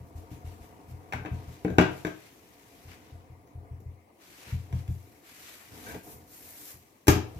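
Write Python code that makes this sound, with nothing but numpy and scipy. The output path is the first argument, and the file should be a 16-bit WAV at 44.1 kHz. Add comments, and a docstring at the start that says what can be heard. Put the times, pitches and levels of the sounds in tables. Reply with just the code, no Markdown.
"""Hands pat and smooth a sheet of dough on a hollow wooden counter in a kitchen, heard close by.
Soft pats are long pushes that ring the counter's low modes; skin slides are a dry, flickering noise hiss.
A rolling pin and other things knock and drag on the wood: short blows or small catches ring its modes.
The room answers pats and knocks with sparse echoes, over a steady kitchen hush."""
import sys
import numpy as np
from scipy import signal
from scipy.fft import rfft, irfft, next_fast_len
from scipy.io import wavfile
from scipy.ndimage import uniform_filter1d

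SR = 44100
rng = np.random.default_rng(int(sys.argv[2]) if len(sys.argv) > 2 else 0)


def log_audio(samples):
    """Write samples as a 16-bit WAV file to the path given in sys.argv[1]."""
    # one column per channel
    frames = np.atleast_2d(samples).T
    # limit to full scale, then quantise
    limited = np.clip(frames, -1, 1)
    pcm = np.round(limited * 32767).astype(np.int16)
    wavfile.write(sys.argv[1], SR, pcm)


N = 325899

# modes of the hollow counter, struck and left free, before any tilt: f/Hz, level/dB, t60/s
COUNTER_MODES = [(56.7, -15, .3), (89, -1, 0.34), (113.05, -8, 0.51), (126.3, 5.5, 0.15),
                 (140.2, -15.5, 0.6), (180.5, 1.5, 0.19), (246, -1.5, 0.14), (309.5, 1.5, 0.18),
                 (327.8, 1.5, 0.15), (377.4, -6.5, 0.29), (416.3, -3.5, 0.23), (468.5, 2.5, 0.11),
                 (600.3, -6, 0.17), (707, 1, .1), (796, -12, 0.13), (863, -9, 0.27), (1054, -8.5, 0.18)]
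# modes of the rolling pin: f/Hz, level/dB, t60/s
PIN_MODES = [(1542, -2, .1), (1592, 0, .09), (1685, -9, .06), (2261, -9, .06), (3700, -14, .04),
             (6400, -14, .03)]


def gain_of(db):
    """Amplitude factor of a level in dB."""
    return 10 ** (np.asarray(db) / 20)


def evened(x):
    """Scale to an RMS of one."""
    return x / np.sqrt(np.mean(x ** 2) + 1e-20)


def peaked(x):
    """Scale to a peak of one."""
    return x / abs(x).max()


def read(points, hz):
    """Read a frequency curve, interpolated along log frequency."""
    f, value = np.transpose(points)
    return np.interp(np.log(hz + 1), np.log(f + 1), value)


def add(mix, s, sound):
    """Mix a sound in at s seconds, cut off at the end."""
    part = mix[..., round(s * SR):][..., :sound.shape[-1]]
    part += sound[..., :part.shape[-1]]


def ring(modes, weight_db, crowd):
    """Dying sines that build up within a cycle; crowd splits each mode into three, wider higher up."""
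    hz, db, t60 = np.repeat(modes, 3, axis=0).T[:, :, None]
    t = np.arange(SR // 3) / SR
    spread = crowd * np.clip(np.log2(hz / 150), 0, 1)
    near = 1 + spread * rng.standard_normal(hz.shape)
    build = 1 - np.exp(-t * hz / 0.25)
    decay = gain_of(db + weight_db(hz) - 60 * t / t60)
    return (build * decay * np.sin(2 * np.pi * hz * near * t)).sum(0)


def blow(body, contact_ms):
    """A longer contact is a softer push and leaves out the high modes."""
    push = signal.windows.hann(max(round(contact_ms * SR / 1000), 3) + 2)
    return peaked(signal.oaconvolve(body, push))


def hiss(shape_db, patchy_db, size):
    """Random short-time spectra for two ports; shape_db(hz, s) sets the colour over time."""
    # likeness of left and right: f/Hz, correlation (0 to 1)
    likeness = [(60, 1), (300, 0.84), (700, 0.23), (2000, 0.067), (6000, 0.073), (14000, 0.073)]
    frames, hz = 4 * N // size + 5, np.fft.rfftfreq(size, 1 / SR)
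    a, b, c, d, patches = rng.standard_normal((frames, len(hz), 5)).T
    # random level patches, smoothed over frequency and then time
    patches = uniform_filter1d(patches, size=size // 64, axis=0)
    patches = evened(uniform_filter1d(patches, size=8192 // size, axis=1))
    same = np.clip(read(likeness, hz), -1, 1)[:, None]
    left = a + 1j * b
    right = same * left + np.sqrt(1 - same ** 2) * (c + 1j * d)
    frame_s = np.arange(frames) * size / 4 / SR
    spectra = np.array([left, right]) * gain_of(shape_db(hz[:, None], frame_s) + patchy_db * patches)
    return evened(signal.istft(spectra, nperseg=size, noverlap=3 * size // 4)[1][:, :N])


def hush():
    """The steady background of the kitchen: coloured noise with mild random patches."""
    # colour of the background: f/Hz, density/dB per Hz
    hush_colour = [(18, -47.5), (30, -27.5), (169, -10.5), (203, -14.5), (237, 1), (263, -35.5), (308, 0.5),
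                   (370, -9), (1200, -17), (1370, -35.5), (2080, -19), (2770, -28), (3420, -33.5),
                   (12300, -32.5), (15600, -34)]
    level_db = -63
    return gain_of(level_db) * hiss(lambda hz, at: read(hush_colour, hz) + 0 * at, patchy_db=2.5, size=1024)


def stroke(t, touch, swell, fade, db):
    """Gain of one slide: sets in, swells to its peak, then fades as the hand lifts."""
    swell_db, fade_db = 7, 14.5  # rise over the swell time, fall over each fade time
    onset_s = 0.0066 + .15 * swell
    peak = touch + swell
    shape_db = np.where(t < peak, swell_db * (t - peak) / swell, fade_db * (peak - t) / fade)
    return gain_of(db + shape_db) * np.clip((t - touch) / onset_s, 0, 1)


def scraping():
    """Small catches of hands and tools shake the counter, damped by touch; the dragged pin sings a little."""
    # level of the catches that shake the wood: t/s, level/dB
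    scrape_level = [(0.0, -54), (0.39, -51.5), (0.93, -53), (1.4, -48.5), (1.68, -55.5), (1.82, -43),
                    (2.2, -63), (2.5, -60.5), (3.09, -55.5), (3.43, -59.5), (3.68, -55), (4.13, -68.5),
                    (4.76, -54), (5.2, -63), (5.66, -64), (5.74, -50.5), (5.83, -51.5), (5.89, -44),
                    (5.96, -41.5), (6.0, -59), (6.08, -47.5), (6.25, -58.5), (6.63, -59), (6.88, -66),
                    (7.1, -79), (7.226, -50), (7.39, -52)]
    # the pin is dragged: touch t/s, swell/s, fade/s
    pin_drag = (5.855, .025, .09)
    pin_drag_db = -43
    catches_per_s, touch_damping = 1500, .25  # the damping scales each t60

    strength = gain_of(1.1 * np.minimum(rng.exponential(1, (2, N)), 5))
    sign = rng.choice([-1, 1], (2, N))
    catches = strength * sign * (rng.random((2, N)) < catches_per_s / SR)
    catches[1] = 0.96 * catches[0] + 0.88 * catches[1]  # right partly shares the left's catches

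    damped = [(hz, db, touch_damping * t60) for hz, db, t60 in COUNTER_MODES]
    wood = ring(damped, lambda hz: 3.7 * np.log2(hz / 300), crowd=0.078)
    pin = ring(PIN_MODES, np.zeros_like, 0)
    t = np.arange(N) / SR
    wood_level = gain_of(np.interp(t, *np.transpose(scrape_level)))
    pin_level = stroke(t, *pin_drag, pin_drag_db)
    out = 0
    for body, level in ((wood, wood_level), (pin, pin_level)):
        pressed = evened(catches) * level
        out = out + signal.oaconvolve(pressed, body[None] / np.linalg.norm(body), axes=1)[:, :N]
    return out


def rubbing():
    """Skin on floured dough and wood: a fine hiss whose grip flickers; the loudest stroke leads the colour."""
    # skin slides: touch t/s, swell/s, fade/s, peak level/dB, brightness/dB per octave
    slides = [(0.06, 0.019, 0.056, -67.5, 2.5), (0.148, 0.028, .13, -59, -1), (0.297, 0.025, .12, -57, -3),
              (0.44, 0.035, 0.22, -58.5, -3), (0.595, .05, 0.11, -60, -2.5), (0.872, .04, 0.052, -59, -1),
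              (1.31, .04, 0.41, -62.5, -7), (1.46, 0.069, .15, -57.5, -3.5), (1.9, .08, 0.14, -54, -4),
              (2.06, 0.22, .12, -59.5, -5), (2.42, 0.63, 0.32, -65, -6), (2.87, .055, .07, -59, -11),
              (4.18, .24, 0.24, -53.5, -4), (4.44, .065, 0.12, -52.5, -6.5), (4.733, .06, 0.07, -56.5, -4),
              (4.88, 0.039, 0.53, -60, 0), (5.218, 0.28, 0.38, -49, -2.5), (5.698, 0.22, 0.11, -47, -2),
              (6.019, 0.11, 0.075, -47, 3.1), (6.258, 0.45, 0.082, -44, 2.5)]
    # faint hiss between the slides: t/s, level/dB
    stir = [(0, -70), (1.2, -66), (2.9, -61), (3.25, -83), (4.0, -91), (4.25, -67), (6.8, -63), (7.05, -69),
            (7.39, -59.5)]
    # colour of the skin hiss before brightness: f/Hz, density/dB per Hz
    skin_colour = [(820, -3), (1400, -0.5), (2270, 2.5), (3170, -1), (3370, -1), (5250, -0.5), (6110, 1),
                   (7170, 0), (9330, -2), (12100, 3), (14800, 2), (15600, -29.5)]
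    stir_bright_db, flicker_db = -2, 0.98  # per octave; RMS

    t = np.arange(0, N + 64, 64) / SR
    gains = [stroke(t, *row[:4]) for row in slides]
    gains.append(gain_of(np.interp(t, *np.transpose(stir))))
    power = np.array(gains) ** 2
    # brightness is averaged by power
    bright_db = np.array([row[4] for row in slides] + [stir_bright_db]) @ power / power.sum(0)

    def colour_db(hz, at):
        """Skin colour tilted by the brightness, the tilt held flat below 3 kHz."""
        octaves = np.log2(np.maximum(hz, 3000) / 10000)
        return read(skin_colour, hz) + np.interp(at, t, bright_db) * octaves

    skin = hiss(colour_db, patchy_db=1.0, size=512)
    skin *= gain_of(flicker_db * evened(uniform_filter1d(rng.standard_normal(N), size=200)))
    return np.interp(np.arange(N) / SR, t, np.sqrt(power.sum(0))) * skin


def pats():
    """Fingers and then the heel of the hand land as soft pushes on the counter."""
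    # hands on the dough: t/s, finger peak/dB, contact/ms, tilt of the modes at that spot/dB per octave
    hand_pats = [(0.004, -35, 7.4, 5), (0.148, -29, 12.7, 2.5), (0.313, -32, 4.8, 4.5),
                 (0.439, -29.5, 11.2, -7), (0.603, -34, 12, 9), (0.88, -40, 7.6, 4),
                 (0.911, -32.5, 9.2, -3), (1.141, -26, 5.8, 5), (1.197, -31, 7.2, 8),
                 (1.313, -22, 6.6, 2.5), (1.476, -30.5, 7.6, 6), (1.721, -33, 12, -2),
                 (2.846, -39.5, 9.4, -9), (3.117, -36, 9.8, -5.5), (3.296, -39.5, 7.1, -2.5),
                 (3.548, -32, 9.3, -5.5), (3.708, -30, 9, 1), (3.856, -29.5, 10.1, 1.5),
                 (4.468, -42, 5.2, 1.5), (4.523, -20.5, 6.9, -1), (4.708, -32.5, 8.6, 3),
                 (4.731, -19, 7.2, 3), (4.885, -19.5, 7.8, 3.5), (5.718, -46.5, 6.3, 5.5),
                 (6.152, -47, 2.7, -6), (6.739, -46.5, 6.4, 1.5), (7.161, -19.5, 3.55, 6.5),
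                 (7.36, -28, 8.3, 10)]
    heel_ms, heel_share = 24.3, 0.32  # delay after the fingers, amplitude relative to them
    out = np.zeros(N)
    for s, db, contact_ms, tilt_db in hand_pats:
        wood = ring(COUNTER_MODES, lambda hz: tilt_db * np.log2(hz / 100), crowd=0.011)
        thud = -gain_of(db) * blow(wood, contact_ms)
        add(out, s, thud)
        add(out, s + heel_ms / 1000, heel_share * thud)
    return out


def kitchen(x):
    """Sparse taps of random sign, one in every 20 samples, each band dying at its own speed."""
    # decay of the room: f/Hz, t60/s
    room_decay = [(100, 0.13), (500, 0.45), (1500, 0.34), (4000, 0.36), (10000, 0.21)]
    taps = np.zeros((2, SR))
    at = np.arange(200, SR - 20, 20) + rng.integers(0, 20, (2, (SR - 201) // 20))
    np.put_along_axis(taps, at, rng.choice([-1., 1.], at.shape), 1)
    hz, t, spectra = signal.stft(taps, SR, nperseg=256)
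    weak_bass = hz / (hz + 500)  # the low modes radiate little into the room
    decay = gain_of(-60 * t / read(room_decay, hz)[:, None])
    tail = signal.istft(spectra * weak_bass[:, None] * decay, SR, nperseg=256)[1]
    return signal.fftconvolve(x, tail / np.linalg.norm(tail[0]), axes=1)[:, :N]


def clatter(treble_db):
    """A sharp tick and a noise burst at the contact, with the dense upper ring of the wood dying after it."""
    # colour of the clatter before the treble tilt: f/Hz, density/dB per Hz
    clatter_colour = [(290, -29.5), (500, -16), (770, -2), (1350, -6.5), (1560, -9), (1800, -9), (2400, -8),
                      (3300, -13.5), (4600, -19), (6400, -14), (9000, -28), (12200, -19.5), (15000, -24),
                      (16000, -51)]
    size = SR // 2
    t, hz = np.arange(size) / SR, np.fft.rfftfreq(size, 1 / SR)
    colour_db = read(clatter_colour, hz) + treble_db * np.log2(np.maximum(hz, 2500) / 2500)
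    noise = irfft(rfft(rng.standard_normal(size)) * gain_of(colour_db), size)
    tick, burst, tail = (gain_of(-60 * t / t60) for t60 in (.008, .04, .25))
    return peaked(noise * (0.17 * tick + burst + 0.17 * tail))


def knocks():
    """A short blow rings the counter and the pin, and clatters."""
    # hard things meeting the wood: t/s, peak of the wood/dB, contact/ms, weight of modes below 140 Hz/dB,
    # pin ring re wood/dB, clatter re wood/dB, clatter treble tilt/dB per octave
    hard_knocks = [(1.124, -34.5, 2.2, -19, -29, 9, -8.5), (1.135, -30.5, 0.48, -8, -2, 9.5, -31),
                   (1.25, -32, 0.46, -17, -4, -2.5, -24), (1.259, -29.5, 1.2, -43, -29, -1.5, -11.5),
                   (1.648, -14, 1.46, -21, -28, -15.5, -28), (1.68, -35.5, 0.86, -28.5, 0.5, -9, -9.5),
                   (1.702, -20, 1.6, -4, -22, -22.5, 1), (1.7837, -2.5, 0.98, -10, -10, -6, -10.5),
                   (1.812, -31, 0.98, -12, -34, 11.5, -4.5), (1.893, -28, 1.8, -2, -25, -11, -4),
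                   (2.049, -20, 1.44, -26, -7, -4, -4), (2.068, -23.5, 1.27, -12, -30, -5, -2.5),
                   (2.882, -48.5, 0.42, -2, -43, 2, -9), (2.909, -49, 1.8, -7, -25, -4.5, 13),
                   (3.473, -54, 1.3, -2, -30, 0, 4), (3.803, -41.5, 1.7, -5, -37, -13, 8),
                   (4.726, -34, 0.64, 10, -26, -4, -0.5), (4.878, -38, 1.4, 21, -25, -6.5, 2.5),
                   (5.945, -32.5, 0.58, -9, -35, -2.5, -8), (5.962, -40.5, 1.7, -4, -35, -19, -10),
                   (7.07, -23.5, 0.43, -14, -10, 1, 3.5), (7.081, -4, 1.83, -1.5, -18, -2, 1),
                   (7.084, -8.5, 1.73, -2, -31, -5.5, -3), (7.1, -14, 0.47, -19, -23, -18, -27)]
    out = np.zeros(N)
    for s, db, contact_ms, deep_db, pin_db, clatter_db, treble_db in hard_knocks:
        wood = blow(ring(COUNTER_MODES, lambda hz: deep_db * (hz < 140), crowd=.06), contact_ms)
        pin = peaked(ring(PIN_MODES, np.zeros_like, 0))
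        for part in (-wood, gain_of(pin_db) * pin, gain_of(clatter_db) * clatter(treble_db)):
            add(out, s, gain_of(db) * part)
    return out


def scene():
    """Pats and knocks excite the room; rubbing, scraping and hush are added dry."""
    blows = np.tile(pats() + knocks(), (2, 1))
    return blows + gain_of(-2.5) * kitchen(blows) + rubbing() + scraping() + hush()


def record(dry):
    """Two ports: they differ in level by band, the left later in the treble; bass cut, then band limit."""
    # left level over right: f/Hz, level/dB
    louder_left = [(60, 1.5), (500, 3.5), (2400, 7), (4400, -1.5), (8000, 0), (15000, 3.5)]
    # the left port is farther; the bass comes through the body to both at once
    port_lag_ms, lag_from_hz = 0.5145, 940
    bass_cut_hz, edge_hz = 52, 16400
    size = next_fast_len(N + 4096)
    hz = np.fft.rfftfreq(size, 1 / SR)
    lagging = hz ** 4 / (hz ** 4 + lag_from_hz ** 4)
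    lag = np.exp(-2j * np.pi * hz * port_lag_ms / 1000 * lagging)
    half = gain_of(read(louder_left, hz) / 2)  # half the difference goes to each port
    ports = irfft(rfft(dry, size) * np.array([half * lag, 1 / half]), size)[:, :N]
    ports = signal.sosfilt(signal.butter(4, bass_cut_hz, "high", fs=SR, output="sos"), ports)
    band_limit = signal.firwin(511, edge_hz, window=("kaiser", 9), fs=SR)
    return signal.oaconvolve(ports, band_limit[None], "same")


dry = scene()
out = record(dry)
log_audio(out)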